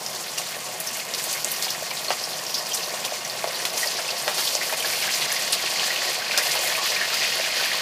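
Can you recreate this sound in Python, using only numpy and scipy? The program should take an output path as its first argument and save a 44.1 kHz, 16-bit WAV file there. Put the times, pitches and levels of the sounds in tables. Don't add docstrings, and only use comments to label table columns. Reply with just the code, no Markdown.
import sys
import numpy as np
from scipy import signal
from scipy.fft import rfft, irfft
from scipy.io import wavfile

SR = 44100
rng = np.random.default_rng(int(sys.argv[2]) if len(sys.argv) > 2 else 0)


def wrap_up_sound(samples):
    columns = np.atleast_2d(samples).T
    tamed = np.clip(columns, -1, 1)
    steps = np.round(tamed * 32767).astype(np.int16)
    wavfile.write(sys.argv[1], SR, steps)


N = 344421

# time_s, sizzle_db, coarse_db
FRYING_STRENGTH = [(0.0, -34.5, -44), (0.96, -38, -38), (1.41, -37.5, -35), (1.91, -34, -39.5),
                   (2.59, -32, -40.5), (3.52, -34.5, -35), (3.81, -28.5, -32), (4.18, -31, -36),
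                   (4.44, -29.5, -36.5), (4.79, -31, -33), (5.05, -32, -24), (5.31, -28.5, -31),
                   (6.37, -28, -25.5), (6.48, -29.5, -25.5), (7.7, -26.5, -24.5), (7.81, -30, -19.5)]
# time_s, share_0_to_1
STIRRED_SHARE = [(3.7, 0), (5.8, 1)]
# time_s, strength_db
BOILING_STRENGTH = [(0.0, -37.5), (0.24, -42.5), (3.8, -37), (4.3, -37.5), (6.2, -36.5), (6.7, -35),
                    (6.83, -38.5), (7.81, -37)]
# frequency_hz, gain_db
MIST_TONE = [(4000, -51), (8000, -5), (10500, -1), (12000, -2), (14500, -3), (16000, -19)]
SPRAY_TONE = [(1500, -57), (4000, 0), (7000, 6.5), (9000, 0), (10500, -4.5), (13000, -46), (16000, -46)]
RESTING_SIZZLE_TONE = [(1200, -29), (2800, -4.5), (3800, -3.5), (4350, 2.5), (5000, 2.5), (5800, 2.5),
                       (6500, -3), (8000, -17), (14000, -47)]
STIRRED_SIZZLE_TONE = [(1200, -35), (2800, -2), (3800, -1.5), (4350, 3), (5000, 1.5), (5550, -1),
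                       (6500, -4), (8000, -13), (14000, -53)]
COARSE_TONE = [(500, -22.5), (900, -2.5), (1120, -6.5), (1380, 1), (1750, 1), (2100, 1), (2500, 1.5),
               (3200, 3.5), (4300, -1), (8000, -24)]
DEEP_TONE = [(100, -45), (295, -19), (340, -6.5), (390, -5.5), (480, -4), (570, -1), (640, -1), (740, -0.5),
             (830, -5), (1100, -4), (1220, -14.5), (1500, -11.5), (2500, -29)]
# start_s, length_s, mist_db, spray_db, sizzle_db
HISS_FLARES = [(0.914, 0.09, -40, -36.5, -37), (1.16, 0.19, -36.5, -35.5, -35.5),
               (1.474, 0.21, -38.5, -41, -36.5), (2.685, 0.051, -46, -38, -38),
               (3.76, 0.054, -33, -29, -44), (4.163, 0.038, -38, -39, -41), (4.33, 0.2, -35, -34.5, -30.5),
               (4.606, 0.19, -36, -38.5, -58), (4.846, 0.19, -34, -34, -32.5),
               (5.094, 0.047, -33.5, -28.5, -29.5), (5.28, .15, -41, -41, -54),
               (5.673, 0.21, -42, -36, -31.5), (6.003, 0.12, -42, -37, -36),
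               (6.415, 0.13, -34.5, -39, -31.5), (6.59, 0.1, -33.5, -31.5, -46),
               (6.816, 0.082, -39, -41, -30), (7.125, 0.2, -42, -50, -31), (7.56, 0.16, -42, -55, -43)]
# start_s, length_s, depth_db
FRYING_LULLS = [(0.413, 0.11, 0), (0.687, 0.17, 1), (0.997, 0.089, 4), (1.73, 0.2, 0.5), (3.166, 0.21, 2.5),
                (3.684, 0.064, 4), (4.56, 0.048, 1), (4.738, 0.041, 4.5), (4.964, 0.065, 3),
                (5.257, 0.048, 2), (5.48, 0.067, 0.5), (6.11, 0.21, 3), (6.337, 0.04, 3), (7.47, 0.08, 3)]
# frequency_hz, gain_db
CRACKLE_TONE = [(500, -25), (1500, -0.5), (3000, -10.5), (5500, -2), (9000, -7.5), (15000, -6)]
# start_s, level_db, pitch_hz, fade_s, width_share (of the pitch)
STEAM_SQUIRTS = [(0.062, -22.5, 5570, 0.0033, .2), (0.375, -29, 5600, .012, 0.31),
                 (0.378, -26.5, 2850, .004, 0.15), (0.871, -25.5, 5800, 0.0099, 0.16),
                 (1.139, -25, 5300, .003, .6), (1.614, -34, 4850, .0075, 0.65),
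                 (1.644, -24, 4900, .006, 0.29), (1.68, -25.5, 3220, 0.0076, 0.54),
                 (1.703, -24, 5020, .0057, 0.54), (1.906, -31, 2520, 0.013, 0.22),
                 (1.906, -28.5, 4530, .007, .3), (1.968, -28, 4200, .008, .5),
                 (2.236, -25.5, 5030, 0.01, .3), (2.54, -20, 5100, 0.012, 0.33),
                 (2.579, -26.5, 5000, 0.012, 0.17), (2.715, -26, 3160, 0.0056, 0.18),
                 (2.732, -23.5, 5900, 0.016, 0.33), (2.806, -32, 2700, 0.0065, 0.22),
                 (2.831, -25.5, 4630, .005, .3), (3.044, -27, 3500, 0.011, 0.47),
                 (3.247, -28, 5570, 0.007, 0.34), (3.297, -26, 4800, 0.0062, 0.22),
                 (3.542, -29.5, 4500, .023, 0.23), (3.651, -26.5, 2680, 0.005, 0.95),
                 (3.774, -23, 5340, .006, 0.37), (3.871, -20.5, 4770, 0.0072, 0.19),
                 (4.376, -31, 4300, 0.006, .4), (4.472, -24, 3700, 0.008, .4),
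                 (5.211, -24.5, 3600, 0.024, 0.7), (6.374, -16.5, 5140, 0.0076, 0.56),
                 (7.227, -24, 3000, 0.022, 0.91)]
# start_s, level_db, pitch_hz
BUBBLE_POPS = [(1.748, -31.5, 1980), (2.0824, -24, 4360), (3.83, -23.5, 1940), (3.842, -29, 1900),
               (3.988, -30, 1610), (4.089, -27, 2710), (4.424, -31, 2030), (4.613, -25.5, 1880),
               (4.624, -29, 2150), (4.696, -29, 1750), (4.803, -27, 3060), (4.825, -27, 2420),
               (4.845, -26, 1680), (4.933, -26, 2270), (5.026, -27, 2260), (5.041, -29, 1700),
               (5.076, -28, 1640), (5.09, -27, 2210), (5.221, -29, 2020), (5.364, -28, 2070),
               (5.662, -25.5, 2670), (5.759, -28, 2080), (5.796, -24.5, 2920), (5.831, -29, 1710),
               (5.904, -23, 1900), (5.961, -24, 2750), (6.018, -25.5, 1970), (6.219, -30, 1580),
               (6.311, -23, 2470), (6.34, -26.5, 1540), (6.383, -24, 1670), (6.414, -26, 1980),
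               (6.702, -26, 1860), (6.75, -25, 2550), (6.963, -25, 2430), (7.013, -21, 1780),
               (7.131, -29, 1360), (7.225, -30, 1900), (7.249, -25, 1960), (7.399, -29, 1900),
               (7.441, -25, 2500), (7.46, -29, 1605), (7.596, -28.5, 1500), (7.641, -23.5, 2500),
               (7.656, -27, 1740), (7.716, -23.5, 1960)]
# start_s, level_db, pitch_hz, spatter_db (against the crack), swell_cycles
WATER_SPITS = [(0.0645, -16, 5600, -20, .5), (0.383, -10.5, 5600, -10, 0.49), (0.802, -9, 10400, -14, .5),
               (1.1385, -10, 4870, -24, .4), (1.1478, -9.5, 4370, -14, 0.52), (1.24, -11.5, 7000, -11, 0.3),
               (1.3288, -7, 8040, -17, 0.46), (1.4461, -3, 7000, -19, 0.7), (1.515, -13, 11500, -22, 1.1),
               (1.5171, -6, 11500, -16, 0.45), (1.5203, -18, 12200, -20, 1.2),
               (1.6253, -10, 5570, -14, 0.46), (1.705, -16, 12500, -12, 1), (2.118, -12.5, 5600, -21, 0.66),
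               (2.69, -17, 13100, -24, 1), (2.7443, -15.5, 7900, -5, 0.9), (2.75, -15, 9000, -13, 1),
               (3.0505, -12, 5400, -10, 0.49), (3.6532, -5, 4360, -15.5, .3),
               (3.7787, -7.5, 6560, -28, 0.58), (4.552, -4, 5770, -30, 0.88), (4.9022, -9, 5220, -28, .3),
               (5.319, -9, 6000, -28, 0.76), (5.3258, -9, 11000, -21, 1.7), (5.423, -11, 5940, -30, .5),
               (5.525, -6, 9300, -24, 1.2), (5.5285, -6.5, 4300, -7.5, 0.55), (5.5321, -5, 4260, -22, 0.45),
               (6.3772, -9, 7000, -9, 0.6), (6.3872, -5, 5380, -18, 0.56), (6.5173, -9, 6700, -15, 0.56),
               (6.592, -9.5, 7000, -30, 0.65), (6.8751, -13, 7000, -28, .5), (7.1431, -14, 9500, -11, .5)]
# start_s, level_db, pitch_hz, splash_db, tick_db, tick_hz
# (splash_db and tick_db are relative to the blow)
WOK_KNOCKS = [(0.398, -23, 720, -27, -20, 1800), (1.669, -18.5, 810, -22, -12, 1800),
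              (2.1048, -9, 613, -12, -1, 2200), (2.9375, -17.5, 590, -10.5, -1, 1800),
              (3.4422, -9.5, 700, -28, -7, 2500), (3.6522, -26, 1000, -4.5, 2, 1800),
              (3.997, -22, 644, -17, -1, 1800), (4.2794, -12.5, 616, -7, 6, 2800),
              (4.383, -23, 650, -2, -4, 1800), (4.552, -17, 606, -29, -6, 3200),
              (4.726, -17, 645, -10, -12, 1760), (6.376, -17, 630, -8, -5, 1800),
              (6.555, -15, 940, -13, -6, 1800), (6.778, -18, 910, -32, -14, 1800)]
# start_s, level_db, pitch_hz
STEAM_PLOPS = [(1.8235, -29, 614), (3.121, -20.5, 627), (3.473, -22, 644), (3.74, -32, 677),
               (3.86, -27, 640), (4.13, -35, 635), (7.3975, -23, 594)]
# start_s, length_s, level_db, pitch_hz, width_share (of the pitch)
SPATULA_SCRAPES = [(6.292, 0.2, -35, 2450, .35), (6.55, 0.24, -37, 2477, .15),
                   (6.73, 0.18, -34.5, 1115, .12), (6.88, 0.22, -35.5, 1740, .2)]
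# pitch_hz, gain_db, t60_s (a t60 is the time to fade by 60 dB)
WOK_NOTES = [(340, -3, .2), (378, -6, .18), (470, -6.5, .16), (528, .5, .16), (612, -1.5, .16),
             (644, 5.5, .16), (700, 1.5, .18), (732, 3, .15), (770, -1, .16), (840, -2.5, .16),
             (917, -1, .14), (1040, -2, .1), (1115, 1.5, .085), (1525, -5, .08), (1736, -1, .1),
             (1863, -.5, .08), (2116, 0, .06), (2477, .5, .045), (2747, -6, .08), (4370, -5.5, .012),
             (4955, -6, .025)]
# frequency_hz, gain_db
STOVE_TONE = [(20, -34), (55, -35), (70, -28), (88, -18), (100, -6), (125, -1), (150, 2.5), (200, 0.5),
              (260, -0.5), (295, -9), (350, -6.5), (600, -3), (1200, -1), (4000, -42.5)]


def frying():
    mist = bubble_cloud(MIST_TONE, per_s=840, spread_db=7.5, clump_db=1, clumps_per_s=14, wash_db=4)
    spray = bubble_cloud(SPRAY_TONE, per_s=900, spread_db=0.5, clump_db=2, clumps_per_s=22, wash_db=-0.5)
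    spray = unit(spray + amp(-9.5) * small_squirts(7400, 10400, spread_db=12, count=110))
    sizzle = sizzling()
    coarse = coarse_bubbling()
    deep = bubble_cloud(DEEP_TONE, per_s=350, spread_db=3, clump_db=1, clumps_per_s=20, wash_db=-6)
    calm_db = -35
    rise_db = curve(FRYING_STRENGTH) - calm_db
    coarse_rise_db = curve(FRYING_STRENGTH, column=2) - calm_db
    mist_flare, spray_flare, sizzle_flare = flares()
    mist *= np.hypot(amp(-42.5 + 0.33 * rise_db), mist_flare)
    spray *= np.hypot(amp(-38 + 0.046 * rise_db), spray_flare)
    sizzle *= np.hypot(amp(-38 + 1.085 * rise_db), sizzle_flare)
    coarse *= amp(-36 + 0.55 * coarse_rise_db)
    deep *= amp(curve(BOILING_STRENGTH) - 2.5)
    larger = sizzle + coarse + deep
    return (mist + spray + larger) * lulls() + wok_ring(larger)


def sizzling():
    resting = bubble_cloud(RESTING_SIZZLE_TONE, per_s=900, spread_db=4,
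                           clump_db=1.5, clumps_per_s=20, wash_db=-10)
    resting = unit(resting + amp(-7) * small_squirts(3670, 5830, spread_db=14, count=130))
    turned = bubble_cloud(STIRRED_SIZZLE_TONE, per_s=1600, spread_db=3.6,
                          clump_db=1.2, clumps_per_s=20, wash_db=-7)
    stirred = curve(STIRRED_SHARE)
    return np.sqrt(1 - stirred) * resting + np.sqrt(stirred) * turned


def coarse_bubbling():
    bursts = bubble_cloud(COARSE_TONE, per_s=1400, spread_db=3.2,
                          clump_db=1.2, clumps_per_s=28, wash_db=-5)
    rings = ringing_bubbles(1720, 3290, per_s=280, cycles=3.4, spread_db=4.5, rise=0.031)
    jets = small_squirts(1650, 3640, spread_db=12, count=150)
    return unit(bursts + amp(-6) * rings + amp(-12) * jets)


def bubble_cloud(tone, per_s, spread_db, clump_db, clumps_per_s, wash_db):
    bursts = unit(scattered(clicks(per_s, spread_db)))
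    wash = amp(wash_db) * rng.standard_normal(N)
    clumps = amp(clump_db * wander(clumps_per_s))
    return unit(shape_tone((bursts + wash) * clumps, tone))


def ringing_bubbles(low_hz, high_hz, per_s, cycles, spread_db, rise, pitches=20):
    out = np.zeros(N)
    for hz in np.geomspace(low_hz, high_hz, pitches):
        age = np.arange(2048) / SR * hz / cycles
        phase = 2 * np.pi * cycles * (age + rise * (age - 1 + np.exp(-age)))
        ring = age * np.exp(-2 * age) * np.sin(phase)
        heard = echo(ring, wok_db=2, wok_t60=0.09, room_db=-6, room_t60=0.1)
        out += signal.oaconvolve(clicks(per_s / pitches, spread_db), heard)[:N]
    return unit(out)


def flares(rise_s=0.023, fade_s=0.07):
    t, power = np.arange(N) / SR, np.zeros((3, N))
    for start_s, length_s, mist_db, spray_db, sizzle_db in HISS_FLARES:
        rise = np.clip((t - start_s) / rise_s, 0, 1)
        fade = np.exp(-np.maximum(t - start_s - length_s, 0) / fade_s)
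        power += (amp([[mist_db], [spray_db], [sizzle_db]]) * rise * fade) ** 2
    return np.sqrt(power)


def lulls():
    return amp(-sum(depth_db * arch(start_s, length_s) for start_s, length_s, depth_db in FRYING_LULLS))


def crackle():
    return amp(-43.5) * unit(shape_tone(clicks(per_s=110, spread_db=3), CRACKLE_TONE))


def squirt(hz, fade_s, width_share=0.3, fizz_db=-11, sputter_depth=0.12):
    t = np.arange(SR // 8) / SR
    steps = t[::40]
    sputter = np.interp(t, steps, np.clip(rng.standard_normal(len(steps)), -2, 2))
    jet = rng.standard_normal(len(t))
    whistle = resonate(resonate(jet, hz, width_share * hz), hz, width_share * hz)
    fizz = resonate(jet, 2 * hz, 1.4 * hz)
    steam = unit(whistle) + amp(fizz_db) * unit(fizz)
    age = t / fade_s
    swell = (1 - np.exp(-8 * age)) * np.exp(-age)
    burst = unit(steam * swell * np.exp(sputter_depth * sputter)) / unit(swell).max()
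    return echo(burst, wok_db=-8, wok_t60=0.06, room_db=-12, room_t60=0.3)


def squirts():
    out = np.zeros(N)
    for start_s, level_db, hz, fade_s, width_share in STEAM_SQUIRTS:
        add(out, start_s, amp(level_db) * squirt(hz, fade_s, width_share))
    return out


def small_squirts(low_hz, high_hz, spread_db, count):
    out = np.zeros(N)
    for when, pitch, size, length in rng.random((count, 4)):
        hz = low_hz * (high_hz / low_hz) ** pitch
        add(out, when * N / SR, amp(spread_db * size) * squirt(hz, fade_s=0.0041 + 0.001 * length))
    return unit(out)


def pops(cycles=5.5, rise=0.0073, splutter_db=-3):
    out, t = np.zeros(N), np.arange(SR // 16) / SR
    for start_s, level_db, hz in BUBBLE_POPS:
        age = t * hz / cycles
        phase = 2 * np.pi * hz * t * (1 + rise * (np.tanh(age / 2) - 0.5))
        ring = (1 - np.exp(-5 * age)) * np.exp(-age) * np.sin(phase)
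        splutter = resonate(spatter(t, t60=0.11, unevenness=0.4), hz, 0.35 * hz)
        burst = unit(ring) + amp(splutter_db) * unit(splutter)
        heard = echo(burst, wok_db=-3, wok_t60=0.07, room_db=-11, room_t60=0.25)
        add(out, start_s, amp(level_db) * np.sqrt(0.009 * SR) * heard / np.linalg.norm(heard))
    return out


def gurgles():
    jets = small_squirts(1650, 2800, spread_db=4, count=170)
    return amp(-40.5) * np.sqrt(curve(STIRRED_SHARE)) * jets


def spits():
    out, t = np.zeros(N), np.arange(SR // 8) / SR
    for start_s, level_db, hz, spatter_db, cycles in list(WATER_SPITS) + small_spits():
        shower = resonate(spatter(t, t60=0.09, unevenness=0.6), 1.06 * hz, width_hz=7200)
        burst = ping(t, hz, cycles) + amp(spatter_db) * shower
        add(out, start_s, amp(level_db) * echo(burst, wok_db=-6, wok_t60=0.05, room_db=-12, room_t60=0.3))
    return out


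def small_spits(per_s=4, range_db=(-23, -16), range_hz=(5000, 10000), spatter_db=-19, cycles=0.4):
    draws = rng.random((round(per_s * N / SR), 3))
    return [(when * N / SR, np.interp(size, [0, 1], range_db), np.interp(pitch, [0, 1], range_hz),
             spatter_db, cycles) for when, size, pitch in draws]


def spatter(t, t60, unevenness):
    noise, size = rng.standard_normal((2, len(t)))
    return unit(noise * np.exp(unevenness * np.clip(size, -2, 2))) * amp(-60 * t / t60)


def knocks(cycles=0.96):
    out, t = np.zeros(N), np.arange(SR // 8) / SR
    for start_s, level_db, hz, splash_db, tick_db, tick_hz in WOK_KNOCKS:
        blow = np.cos(2 * np.pi * hz * t) * np.exp(-hz * t / cycles)
        splash = resonate(spatter(t, t60=0.14, unevenness=0.094), hz=1400, width_hz=2000)
        splash *= 2 * amp(splash_db) / abs(splash).max()
        tick = amp(tick_db) * ping(t, tick_hz, cycles=0.3)
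        hit = echo(tick - blow + splash, wok_db=-6, wok_t60=0.047, room_db=-11, room_t60=0.1)
        add(out, start_s, amp(level_db) * hit)
    return through_wok(out)


def plops():
    out, t = np.zeros(N), np.arange(SR // 16) / SR
    for start_s, level_db, hz in STEAM_PLOPS:
        note = echo(ping(t, hz, cycles=1), wok_db=-7, wok_t60=0.06, room_db=-12, room_t60=0.1)
        add(out, start_s, amp(level_db) * note)
    return through_wok(out)


def scrapes():
    out, slips = np.zeros(N), clicks(per_s=570, spread_db=4)
    for start_s, length_s, level_db, hz, width_share in SPATULA_SCRAPES:
        ring = unit(wok_ring(resonate(slips, hz, width_share * hz)))
        out += amp(level_db) * arch(start_s, length_s) * ring
    return out


def wok_ring(x):
    return sum(amp(db) * resonate(x, hz, np.log(1000) / np.pi / t60) for hz, db, t60 in WOK_NOTES)


def through_wok(x, ring_db=-4.5, low_cut_hz=360):
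    low_cut = signal.butter(4, low_cut_hz, "high", fs=SR, output="sos")
    return signal.sosfilt(low_cut, x + amp(ring_db) * wok_ring(x))


def stove():
    rush = shape_tone(rng.standard_normal(N), STOVE_TONE, size=16384)
    return amp(-43) * unit(rush + 0.8 * wok_ring(rush))


def echo(x, wok_db, wok_t60, room_db, room_t60):
    t = np.arange(SR // 4) / SR
    wok, room = rng.standard_normal((2, len(t)))
    wok *= amp(-60 * t / wok_t60) * (t > 0.0008)
    room *= amp(-60 * t / room_t60) * (t > 0.006)
    paths = (t == 0) + amp(wok_db) * wok / np.linalg.norm(wok) + amp(room_db) * room / np.linalg.norm(room)
    return signal.oaconvolve(x, paths)


def scattered(x, spots=12):
    spot = rng.integers(0, spots, N)
    return sum(echo(x * (spot == k), wok_db=-1, wok_t60=0.057, room_db=-16, room_t60=0.22)[:N]
               for k in range(spots))


def clicks(per_s, spread_db):
    size = amp(spread_db * np.minimum(rng.exponential(1, N), 4))
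    return size * rng.choice([-1, 1], N) * (rng.random(N) < per_s / SR)


def ping(t, hz, cycles):
    age = t * hz / cycles
    tone = age * np.exp(-age) * np.sin(2 * np.pi * hz * t)
    return tone / abs(tone).max()


def shape_tone(x, tone, size=4096):
    hz, db = np.transpose(tone)
    bins_hz = abs(np.fft.fftfreq(size, 1 / SR))
    log_gain = np.log(amp(np.interp(np.log(bins_hz + 1), np.log(hz), db)))
    taps = np.fft.ifft(np.exp(np.conj(signal.hilbert(log_gain)))).real
    return signal.oaconvolve(x, taps[:size // 2])[:len(x)]


def resonate(x, hz, width_hz):
    hz = min(hz, SR / 3)
    return signal.lfilter(*signal.iirpeak(hz, hz / min(width_hz, SR / 4), fs=SR), x)


def wander(per_s):
    hz = np.fft.rfftfreq(N, 1 / SR)
    slow_band = np.exp(-(hz / per_s) ** 2) * hz / (hz + per_s / 4)
    return unit(irfft(rfft(rng.standard_normal(N)) * slow_band, N))


def arch(start_s, length_s):
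    return np.sin(np.pi * np.clip((np.arange(N) / SR - start_s) / length_s, 0, 1))


def curve(rows, column=1):
    rows = np.asarray(rows)
    return np.interp(np.arange(N) / SR, rows[:, 0], rows[:, column])


def amp(db):
    return 10 ** (np.asarray(db) / 20)


def unit(x):
    return x / np.sqrt(np.mean(x ** 2) + 1e-20)


def add(mix, start_s, sound):
    part = mix[max(0, round(start_s * SR)):][:len(sound)]
    part += sound[:len(part)]


def scene():
    food = frying() + crackle() + squirts() + pops() + gurgles() + spits()
    mono = food + knocks() + plops() + scrapes() + stove()
    return np.array([mono, mono])


def record(dry, low_cut_hz=78, high_cut_hz=15450):
    low_cut = signal.butter(2, low_cut_hz, "high", fs=SR, output="sos")
    high_cut = signal.firwin(601, high_cut_hz, window=("kaiser", 9), fs=SR)
    return signal.oaconvolve(signal.sosfilt(low_cut, dry), high_cut[None], "same")


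dry = scene()
out = record(dry)
wrap_up_sound(out)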